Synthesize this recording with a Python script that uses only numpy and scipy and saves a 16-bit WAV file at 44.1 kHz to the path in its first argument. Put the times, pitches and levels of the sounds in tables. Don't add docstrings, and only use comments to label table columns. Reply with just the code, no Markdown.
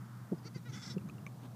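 import sys
import numpy as np
from scipy import signal
from scipy.fft import rfft, irfft
from scipy.io import wavfile

SR = 44100
rng = np.random.default_rng(int(sys.argv[2]) if len(sys.argv) > 2 else 0)


def materialize(psi):
    bounded = np.clip(np.atleast_2d(psi).T, -1, 1)
    quanta = np.round(bounded * 32767).astype(np.int16)
    wavfile.write(sys.argv[1], SR, quanta)


N = 68355
TIME = np.arange(N) / SR


def from_db(db):
    return 10 ** (np.asarray(db) / 20)


def rms_one(x):
    return x / np.sqrt(np.mean(x ** 2) + 1e-20)


def envelope(points):
    return from_db(np.interp(TIME, *np.transpose(points)))


def coloured(points):
    hz, db = np.transpose(points)
    bins_hz = np.maximum(np.arange(N // 2 + 1) * SR / N, 1)
    gain = from_db(np.interp(np.log(bins_hz), np.log(hz), db))
    return rms_one(irfft(rfft(rng.standard_normal(N)) * gain, N))


def drift(rate_hz):
    bins_hz = np.arange(N // 2 + 1) * SR / N
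    return rms_one(irfft(rfft(rng.standard_normal(N)) / (1 + (bins_hz / rate_hz) ** 2), N))


# frequency_hz, density_db
WIND_SPECTRUM = [(25, -46), (50, -70), (70, -17.5), (100, -6), (130, 1), (160, -0.5), (200, 1.5),
                 (250, -6.5), (320, -12), (420, -23), (600, -27), (1000, -52), (5000, -86)]
LOW_WASH_SPECTRUM = [(200, -9), (400, -1.5), (750, 2), (1100, -2.5), (1500, -10.5), (2500, -27.5),
                     (6000, -32), (15000, -63)]
HIGH_WASH_SPECTRUM = [(500, -27), (850, 0.5), (1300, 3.5), (1800, -4), (2100, -8), (2600, -25), (5000, -36),
                      (15000, -67)]
HISS_SPECTRUM = [(500, 5.5), (2500, 4), (5000, 3.5), (10000, 1), (15000, 0.5)]
# time_s, level_db
WIND_LEVEL = [(0, -50), (.13, -58), (.2, -53.5), (.28, -55.5), (.44, -50.5), (.51, -50.5), (.65, -53.5),
              (.73, -45), (.82, -53.5), (.91, -46), (1.05, -45.5), (1.2, -47), (1.31, -52.5), (1.44, -53),
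              (1.55, -53.5)]
LOW_WASH_LEVEL = [(0, -70), (.25, -67), (.4, -63.5), (.52, -69), (.8, -67), (1.05, -67), (1.4, -61.5),
                  (1.55, -62.5)]
HIGH_WASH_LEVEL = [(0, -62.5), (.2, -63.5), (.4, -67.5), (.6, -70.5), (1.05, -65.5), (1.55, -77.5)]
def air(hiss_db=-67.5):
    wind = envelope(WIND_LEVEL) * coloured(WIND_SPECTRUM)
    low_wash = envelope(LOW_WASH_LEVEL) * coloured(LOW_WASH_SPECTRUM)
    high_wash = envelope(HIGH_WASH_LEVEL) * coloured(HIGH_WASH_SPECTRUM)
    return wind + low_wash + high_wash + from_db(hiss_db) * coloured(HISS_SPECTRUM)


# harmonic_number, level_db
HUM_HARMONICS = [(1, -52), (2, -79.5), (3, -80.5)]
def hum(pitch_hz=122, waver_share=.0068, waver_db=-2):
    phase = 2 * np.pi * np.cumsum(pitch_hz * (1 + waver_share * drift(14))) / SR
    tone = sum(np.sqrt(2) * from_db(db) * np.sin(k * phase) for k, db in HUM_HARMONICS)
    return tone * from_db(waver_db * drift(3.5))


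# peak_s, half_length_s, level_db, pitch_hz, upper_modes_db
SOFT_CONTACTS = [(0.3243, 0.0063, -26, 196.6, -9.5), (.3308, 0.0043, -30, 303, -14),
                 (0.341, 0.013, -34, 156.6, -11), (.461, 0.0095, -51.5, 153.1, 3),
                 (.565, 0.0071, -34, 159.6, -11), (.697, 0.012, -37.5, 132.7, -17),
                 (0.9708, 0.0077, -28, 178.3, -9.5)]
# frequency_ratio, gain_db, length_share
CONTACT_MODES = [(1, 0, 0.95), (2.15, 2, 0.62), (2.85, -9, 1)]
def thumps():
    out = np.zeros(N)
    for peak_s, half_length_s, level_db, pitch_hz, upper_db in SOFT_CONTACTS:
        for k, (ratio, mode_db, share) in enumerate(CONTACT_MODES):
            swell = np.exp(-((TIME - peak_s) / (half_length_s * share)) ** 2)
            mode = (-1) ** k * np.sin(2 * np.pi * pitch_hz * ratio * (TIME - peak_s))
            out += from_db(level_db + mode_db + upper_db * (k > 0)) * swell * mode
    return out


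def resonance(x, hz, width_hz):
    radius = np.exp(-np.pi * width_hz / SR)
    gain = (1 - radius ** 2) / 2
    section = [gain, 0, -gain, 1, -2 * radius * np.cos(2 * np.pi * hz / SR), radius ** 2]
    return signal.sosfilt([section] * 2, x + 1e-18)


SCATTER_HZ = 254
def larynx(phase, roughness, harmonics=24, full_shimmer_db=6):
    pulses = np.sqrt(2) * sum(np.cos(k * phase) for k in range(1, harmonics + 1))
    rasp = rms_one(rng.standard_normal(N) * (1 + np.cos(phase))) * np.sqrt(2 * harmonics)
    shimmer = from_db(full_shimmer_db * roughness * drift(SCATTER_HZ))
    return np.sqrt(1 - roughness ** 2) * pulses * shimmer + roughness * rasp


# peak_s, rise_s, fall_s, top_pitch_hz, sag_share, roughness_share,
# throat_db, mouth_hz, mouth_db, bright_hz, bright_db
BLEAT_SURGES = [ (.388, .012, 0.0088, 455, .08, 0.3, -73, 3600, -92, 4960, -71.5),
                (0.474, 0.024, 0.0098, 463.5, .18, .06, -56.5, 4600, -55, 5740, -60.5),
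                (.558, .012, .014, 522.7, .08, 0.2, -56, 4750, -56.5, 5930, -65),
                (.580, 0.00915, 0.01, 489.5, 0.15, 0.54, -65, 4070, -64, 5600, -66),
                (0.664, .012, .028, 484.7, .04, 0, -57, 3850, -65, 5100, -71),
                (.698, 0.0099, 0.011, 442, .15, .3, -63, 4160, -65, 6050, -66),
                (.742, 0.015, .017, 502.5, .28, .08, -58, 3275, -56, 5690, -54.5),
                (.779, .010, .012, 439.7, 0.23, 0.4, -59, 3170, -66, 5560, -66),
                (0.834, .010, 0.016, 487, .25, .14, -60.5, 3580, -55.5, 5330, -54.5),
                (.865, 0.01213, 0.014, 467.7, .18, 0.26, -68, 4100, -59, 5373, -54.5),
                (0.907, .011, 0.019, 494.8, .22, 0.06, -60.5, 3770, -52, 5393, -52.5)]
# centre_hz, width_hz, gain_db
THROAT_FORMANTS = [(466, 220, -5), (870, 170, -6), (1313, 630, -2), (1950, 430, -2), (2420, 560, -22.5)]
# frequency_ratio, width_hz, gain_db
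BRIGHT_FORMANTS = [(.875, 380, -6), (1.002, 444, 2), (1.1, 392, -5.5), (1.2, 500, -22), (1.42, 700, -19),
                   (1.8, 2560, -29)]
# centre_hz, width_hz, gain_db
CRY_FORMANTS = [(853, 110, -8), (1494, 530, -1), (1980, 260, -3), (3466, 146, 1.5), (4720, 360, -2.5),
                (5410, 320, 0), (5950, 500, -3.5), (6720, 330, -6), (7550, 640, -8.5), (10750, 4000, -19)]
# time_s, level_db
CRY_LEVEL = [(.68, -85), (.725, -63), (.765, -54), (.79, -57.5), (.81, -61.5), (.825, -58), (.885, -55),
             (.927, -58), (.942, -62), (.96, -97)]
def lamb(taut_jitter=.002, slack_jitter=.016, slack_roughness=.6):
    peak_s, rise_s, fall_s, top_hz, sag = np.array(BLEAT_SURGES)[:, :5].T[:, :, None]
    surges = np.exp(-((TIME - peak_s) / np.where(TIME < peak_s, rise_s, fall_s)) ** 2)
    effort = surges.max(axis=0)
    pitch_hz = np.average(top_hz * (1 - sag * (1 - surges)), axis=0, weights=surges + 1e-12)
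    jitter = taut_jitter + (slack_jitter - taut_jitter) * (1 - effort)
    phase = 2 * np.pi * np.cumsum(pitch_hz * (1 + jitter * drift(SCATTER_HZ))) / SR
    out = np.zeros(N)
    for surge, row in zip(surges, BLEAT_SURGES):
        roughness, throat_db, mouth_hz, mouth_db, bright_hz, bright_db = row[5:]
        voice = surge * larynx(phase, roughness)
        for hz, width_hz, db in THROAT_FORMANTS:
            out += from_db(throat_db + db) * resonance(voice, hz, width_hz)
        out += from_db(mouth_db) * resonance(voice, mouth_hz, width_hz=480)
        for ratio, width_hz, db in BRIGHT_FORMANTS:
            out += from_db(bright_db + db) * resonance(voice, bright_hz * ratio, width_hz)
    held_voice = larynx(phase, slack_roughness * (1 - .5 * effort))
    cry = sum(from_db(db) * resonance(held_voice, hz, width_hz) for hz, width_hz, db in CRY_FORMANTS)
    return out + envelope(CRY_LEVEL) * rms_one(cry)


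# start_s, level_db, pitch_hz, crack_and_side_modes_db
STALK_TICKS = [(0.9812, -46.5, 2710, 1.5), (1.0124, -58, 2450, -1), (1.0884, -53.5, 2370, 13),
               (1.0971, -43.5, 2560, -1), (1.1822, -54, 2790, 5), (1.2654, -35.5, 2316, 0.5),
               (1.2734, -47.5, 2385, 1)]
# frequency_ratio, gain_db, t60_s
STALK_MODES = [(0.986, 0, 0.018), (0.233, -18, 0.033), (0.49, -8.5, 0.028), (.74, -15, 0.021),
               (1.49, -11, 0.0053), (2.68, -17, 0.017)]
# frequency_hz, density_db
CRACK_SPECTRUM = [(500, 1), (2000, -7), (4000, -5), (6500, -15), (9000, -10), (15000, -19)]
def stalks(attack_s=.00032, crack_db=-6.5, crack_decay_s=.00063):
    out = np.zeros(N)
    for start_s, level_db, pitch_hz, side_db in STALK_TICKS:
        age_s = np.maximum(TIME - start_s, 0)
        ring = np.zeros(N)
        for k, (ratio, mode_db, t60_s) in enumerate(STALK_MODES):
            mode = np.exp(-np.log(1000) * age_s / t60_s) * np.sin(2 * np.pi * pitch_hz * ratio * age_s)
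            ring += from_db(mode_db + side_db * (k > 0)) * mode
        crack = from_db(crack_db + side_db) * coloured(CRACK_SPECTRUM) * np.exp(-age_s / crack_decay_s)
        onset = 1 - np.exp(-age_s / attack_s)
        out += from_db(level_db) * (ring + crack) * onset
    return out


# frequency_hz, density_db
SCUFF_SPECTRUM = [(120, -12), (280, 12.5), (500, -3.5), (1200, 1.5), (1900, -17), (3500, -9), (5000, -21),
                  (9000, -26)]
def hoof_scuff(peak_s=1.447, half_length_s=.027, level_db=-55.5, flutter_db=2.2):
    stroke = np.exp(-((TIME - peak_s) / half_length_s) ** 2)
    return stroke * from_db(level_db + flutter_db * drift(150)) * coloured(SCUFF_SPECTRUM)


def scene():
    return (air() + hum() + thumps() + lamb() + stalks() + hoof_scuff())[None]


def record(dry, low_cut_hz=21.7, high_cut_hz=15300):
    high_pass = signal.butter(1, low_cut_hz, "high", fs=SR, output="sos")
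    low_pass = signal.ellip(10, .1, 70, high_cut_hz, fs=SR, output="sos")
    return signal.sosfilt(low_pass, signal.sosfilt(high_pass, dry))


dry = scene()
out = record(dry)
materialize(out)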